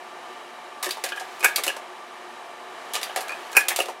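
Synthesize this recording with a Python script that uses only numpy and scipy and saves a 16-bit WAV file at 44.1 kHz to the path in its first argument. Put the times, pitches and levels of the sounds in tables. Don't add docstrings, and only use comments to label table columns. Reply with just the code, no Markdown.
import sys
import numpy as np
from scipy import signal
from scipy.fft import rfft, irfft
from scipy.io import wavfile
from scipy.ndimage import uniform_filter1d

SR = 44100
rng = np.random.default_rng(int(sys.argv[2]) if len(sys.argv) > 2 else 0)


def master_out(mix):
    frames = np.transpose(np.atleast_2d(mix))
    ceiling = np.clip(frames, -1, 1)
    pcm = np.round(ceiling * 32767).astype(np.int16)
    wavfile.write(sys.argv[1], SR, pcm)


def amplitude_ratio(level_db):
    exponent = np.asarray(level_db, float) / 20
    return 10 ** exponent


N = 176400

# f/Hz, level/dB, t60/s (time to fall 60 dB)
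CLUTCH_MODES = [(1210, 5, 0.02), (1710, 4.5, 0.02), (2170, -5, 0.03), (3100, -2, 0.015)]


def at_hz(points, hz):
    f, value = np.array(points).T
    return np.interp(np.log(hz + 1), np.log(f), value)


def rms_one(x):
    return x / np.sqrt(np.mean(x ** 2) + 1e-20)


def drift(rate_hz):
    r = np.exp(-2 * np.pi * rate_hz * 40 / SR)
    noise = rng.standard_normal(N // 40 + 2002)
    slow = signal.lfilter([1], [1, -2 * r, r * r], noise)[2000:]
    return np.interp(np.arange(N) / 40, np.arange(len(slow)), rms_one(slow))


def causal(db):
    cepstrum = irfft(db * np.log(10) / 20, N)
    cepstrum[1:N // 2] *= 2
    cepstrum[N // 2 + 1:] = 0
    return np.exp(rfft(cepstrum))


def ring(drive, hz, t60):
    r = amplitude_ratio(-60 / (t60 * SR))
    w = 2 * np.pi * hz / SR
    return signal.lfilter([0, np.sin(w)], [1, -2 * r * np.cos(w), r * r], drive[:N] + 1e-18)


def rattle(t60):
    clicks_per_s, rise_s, spread_db = 11000, 0.0004, 3.5
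    snap_db, snap_t60 = -2.5, 0.0079
    t = np.arange(8000) / SR
    sizes = amplitude_ratio(spread_db * np.minimum(rng.exponential(1, len(t)), 3))
    sizes = sizes * rng.choice([-1, 1], len(t))
    clicks = rms_one(sizes * (rng.random(len(t)) < clicks_per_s / SR))
    shape = amplitude_ratio(-60 * t / t60) + amplitude_ratio(snap_db - 60 * t / snap_t60)
    return clicks * (1 - np.exp(-t / rise_s)) * shape


def contacts(hits, part_modes, t60, thump_hz):
    # f/Hz, level/dB, t60/s
    housing_modes = [(362, 1, .08), (450, -6, .04), (560, 1, .06), (700, -6, .035), (755, 2, .065),
                     (880, -2, .045), (985, -4, .025), (1200, -2, .035)]
    crack_db, thump_db, ring_db = -7, -12.5, -4.5
    focus_db = 28
    scatter_db = 1.53
    buzz_db, buzz_hz, longest_t60 = 2.2, 55, 0.085

    modes = np.array(housing_modes + part_modes)
    mode_hz, mode_db, mode_t60 = modes.T
    is_housing = np.arange(len(modes)) < len(housing_modes)
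    focus = focus_db * np.log2(mode_hz / thump_hz) ** 2
    drive = np.zeros((2 + len(modes), N + 8000))
    for s, hit_db, sizzle_re, thump_re, ring_re in hits:
        burst = rattle(t60)
        content = np.abs(rfft(burst[:500], 4410))[(mode_hz / 10).astype(int)]
        push_db = 10 * np.log10(content ** 2 + np.sum(burst ** 2) / 10)
        levels = np.where(is_housing, thump_re + thump_db - focus, ring_re + ring_db)
        levels = levels + mode_db + scatter_db * rng.standard_normal(len(modes)) - push_db
        gains = amplitude_ratio(hit_db + np.r_[crack_db, crack_db + sizzle_re, levels])
        start = int(s * SR)
        drive[:, start:start + len(burst)] += gains[:, None] * burst
    rings = np.zeros(N)
    for row, hz, decay in zip(drive[2:], mode_hz, mode_t60):
        rings += ring(row, hz, min(decay, longest_t60)) * amplitude_ratio(buzz_db * drift(buzz_hz))
    return np.array([drive[0, :N], drive[1, :N], rings])


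def tray_index():
    hits = [(1.3944, -39, 10, -12, -18), (1.4059, -23.5, -12, -10, -9), (1.4275, -20, -27, -13, -4),
            (1.4355, -21.5, 4, -32, 4), (1.4435, -4.5, 2, -44, -3.5), (1.4573, -22, -11, -34, 7),
            (1.483, -25, -5, -17, -1), (3.5168, -35, 2, -10, -14), (3.5287, -23.5, -19, -26, -9),
            (3.5505, -23.5, -21, -20, 3.5), (3.5593, -20.5, 0, -32, -0.5), (3.5671, -5, 4.5, -15, 0),
            (3.5794, -27, -9, -27, 10), (3.588, -27, -9, -20, 7), (3.6074, -19, -11, -4, -20)]
    modes = [(1450, -7, .02), (1668, 0, .045), (1950, -7, .02), (2265, -6, .035), (2370, -6, .035),
             (2462, 3, .05), (2595, -10, .03)]
    return contacts(hits, modes, t60=0.058, thump_hz=1090)


def key_and_clutch():
    hits = [
        (0.827, -18.5, 3.5, -2, -38),
        (0.8319, -16.5, -7, -39, -7.5),
        (0.8427, -14.5, -22, -4.5, -13.5),
        (0.8579, -21, -3, -6, -11),
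        (0.89, -20, -12, -27, -9),
        (2.9351, -18.5, 3, -37, -35),
        (2.9424, -15, -23, -32, -11.5),
        (2.9527, -11, -27, -11.5, -15.5),
        (2.9614, -17.5, -28, 1.5, -10.5),
        (3.0133, -21, -13, -16, -15),
    ]
    return contacts(hits, CLUTCH_MODES, t60=0.067, thump_hz=1050)


def base_knock():
    hits = [
        (0.8644, -23.5, -15, 12, -3),
        (0.878, -39, -15, 9.2, 8),
    ]
    return contacts(hits, CLUTCH_MODES, t60=0.039, thump_hz=360)


def lifter():
    hits = [(0.97, -31.5, -23, 9, -8), (1.0384, -12, -7, -3, -9.5), (1.0614, -30.5, -18, -1, 12.5),
            (1.0886, -23, -15, -34, -14), (1.1194, -37.5, -17, 4, 15.5), (1.1605, -27.5, -19, 1, -14),
            (1.1714, -32, -17, -14, 14.5), (1.197, -22.5, -32, -13, -9), (1.2095, -35.5, -22, 13.5, 5),
            (1.7641, -27, -14, 6, -14), (3.0944, -34, -27, 4, 7), (3.1607, -13.5, -9, 2, -7.5),
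            (3.1725, -23, -14, -4, -10), (3.1844, -34, -18, 15, -15), (3.2071, -22.5, -1, -10, -8),
            (3.2394, -43.5, -16, -5, 15), (3.8838, -25.5, -21, 10.5, -27), (3.8964, -32, -16, -29, -17)]
    modes = [(1650, 0, .04), (2462, -7, .03), (3080, -3, .012)]
    return contacts(hits, modes, t60=0.09, thump_hz=830)


def pawl():
    hits = [
        (0.9078, -20, 1, -24, -7),
        (0.9154, -28.5, -14, -16, -5),
        (1.5594, -10.5, 2, -16, -12.5),
        (1.6362, -13.5, 0.5, -12, -29),
        (3.03, -17.5, -3, -11, -12),
        (3.0374, -33, -16, -15, 3),
        (3.6835, -10.5, 4, -5.5, -29),
        (3.7609, -13, 0.5, -11, -27),
    ]
    modes = [(3900, 0, .018), (4720, 5, .016), (4900, 5, .016)]
    return contacts(hits, modes, t60=0.08, thump_hz=1050)


def slide_seat():
    hits = [
        (1.6651, -15.5, -3, 2, -9),
        (1.6783, -11, -10, -8.5, 1),
        (1.6904, -27, -10, 7, 11),
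        (3.7883, -15, -8, 4.5, -1),
        (3.8006, -13.5, -3, -1, 6.5),
        (3.8174, -20, -6, -23, -19),
        (3.8574, -27, -11, 3, -24),
    ]
    modes = [(1790, -10, .018), (1300, -9, .015), (2770, -3, .02), (2890, -1, .024)]
    return contacts(hits, modes, t60=0.053, thump_hz=580)


def lever_rebound():
    hits = [
        (1.5815, -19, -14, -16, 2),
        (1.594, -23.5, -14, -1, 4),
        (3.7037, -19.5, -13, -9, 4.3),
        (3.7165, -26.5, -11, -15, 6.9),
    ]
    modes = [(1270, -5, .015), (1770, -2, .022), (2070, -5, .015), (2230, -4, .02), (2480, -6, .02)]
    return contacts(hits, modes, t60=0.072, thump_hz=835)


def latch():
    hits = [
        (3.2819, -24, -10, -4, -16),
        (3.2934, -26, -30, -7, 5),
        (3.304, -32, -30, -21, 11),
        (3.3194, -26.5, -32, -29, 3),
        (3.3314, -38.5, -23, 0, 12),
    ]
    modes = [(1390, -5, .025), (1660, -3, .03), (2470, 0, .05), (4600, -14, .03)]
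    return contacts(hits, modes, t60=0.039, thump_hz=970)


def spring():
    hits = [
        (1.4555, -28, -10, -30, 15),
        (1.7, -30, -10, -30, 15),
        (3.5805, -28, -10, -30, 17),
        (3.612, -34, -10, -30, 17),
        (3.5995, -29, -10, -15, 2),
        (1.6655, -21, -10, 5, -20),
        (3.7885, -25, -10, 10.5, -20),
    ]
    modes = [(1665, 0, .04), (2455, -8, .03)]
    return contacts(hits, modes, t60=0.039, thump_hz=900)


def mechanism():
    # f/Hz, level/dB per Hz
    colour = [(500, -52), (1240, -5.5), (2100, 4), (3940, 2.5), (6020, -1.5), (11100, -2), (16000, -9)]
    split_hz = 9150
    low, high, rings = (tray_index() + key_and_clutch() + base_knock() + lifter() + pawl()
                        + slide_seat() + lever_rebound() + latch() + spring())
    low = signal.sosfilt(signal.butter(2, split_hz, "low", fs=SR, output="sos"), low)
    high = signal.sosfilt(signal.butter(2, split_hz, "high", fs=SR, output="sos"), high)
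    answer = causal(at_hz(colour, np.fft.rfftfreq(N, 1 / SR)))
    cracks = irfft(rfft(low - high) * answer, N)
    return cracks, rings


def gears():
    # start t/s, end t/s
    turns = [
        (.83, 1.77),
        (2.94, 3.92),
    ]
    t = np.arange(N) / SR
    turning = sum(1.0 * (t > start) * (t < end) for start, end in turns)
    turning = uniform_filter1d(turning, size=5000)
    band = signal.butter(1, [1000, 3000], "band", fs=SR)
    rub = signal.lfilter(*band, rng.standard_normal(N))
    return amplitude_ratio(-49.5 + drift(38.0)) * turning * rms_one(rub)


def fan():
    # f/Hz, level/dB per Hz
    air_curve = [(15, -80), (25, -55), (273, -13.5), (358, -12.5), (483, -7.5), (1180, -3.5), (1470, -10.5),
                 (10400, -29.5), (16500, -46)]
    # f/Hz, width/Hz, level/dB over the air
    ducts = [(363, 40, 13), (696, 97, 5.9), (874, 85, 6.05), (1260, 56, 1.4), (1776, 180, 7),
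             (2220, 220, 3.5), (3000, 590, 5.5), (3900, 74, 8.3)]
    # f/Hz, level/dB rms
    tone_list = [(240, -66.5), (360.7, -62), (721.4, -53.5), (1055, -67), (1174, -51.5), (1577, -61),
                 (2347, -61)]
    air_db, gust_db, gust_hz = -41.5, 1.7, 0.83
    wobble_db, wobble_hz = 3, 11.0
    sway_rad, sway_hz = 1.3, 2.06

    hz = np.fft.rfftfreq(N, 1 / SR)
    t = np.arange(N) / SR
    db = at_hz(air_curve, hz)
    for f, width, top_db in ducts:
        db = db + top_db / (1 + (2 * (hz - f) / width) ** 2)
    air = rms_one(irfft(rfft(rng.standard_normal(N)) * amplitude_ratio(db), N))
    tones = np.zeros(N)
    for f, tone_db in tone_list:
        level = amplitude_ratio(tone_db + 2.0 + wobble_db * drift(wobble_hz))
        tones += level * np.sin(2 * np.pi * f * t + sway_rad * drift(sway_hz))
    return amplitude_ratio(air_db + gust_db * drift(gust_hz)) * air + tones


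def room(x):
    # f/Hz, t60/s
    decay = [(300, 0.29), (2000, 0.33), (6000, 0.17), (15000, 0.16)]
    t = np.arange(SR // 2) / SR
    edges = 125 * 2 ** np.arange(8)
    tail = np.zeros(len(t))
    for low, high in zip(edges, edges[1:]):
        band = signal.butter(2, [low, high], "band", fs=SR, output="sos")
        noise = signal.sosfilt(band, rng.standard_normal(len(t)))
        tail += noise * amplitude_ratio(-60 * t / at_hz(decay, np.sqrt(low * high)))
    tail = tail * (t > 0.00366)
    return signal.fftconvolve(x, tail / np.sqrt(np.sum(tail ** 2)))[:N]


def scene():
    air, rub = fan(), gears()
    cracks, rings = mechanism()
    wet = amplitude_ratio(-7.5) * room(rub + cracks + amplitude_ratio(-6) * rings)
    mic = signal.butter(6, 362, "high", fs=SR, output="sos")
    parts = signal.sosfilt(mic, rub + cracks + rings + wet)
    return (parts + air)[None]


def roll_off(x):
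    return signal.sosfilt(signal.butter(12, 16810, fs=SR, output="sos"), x)


def record(dry):
    bent = dry + 0.012 * (dry ** 2 - np.mean(dry ** 2))
    top_cut = signal.cheby2(12, 60, 16800, fs=SR, output="sos")
    mix = signal.sosfilt(top_cut, np.clip(bent, -1, 1))
    return roll_off(mix)


dry = scene()
out = record(dry)
master_out(out)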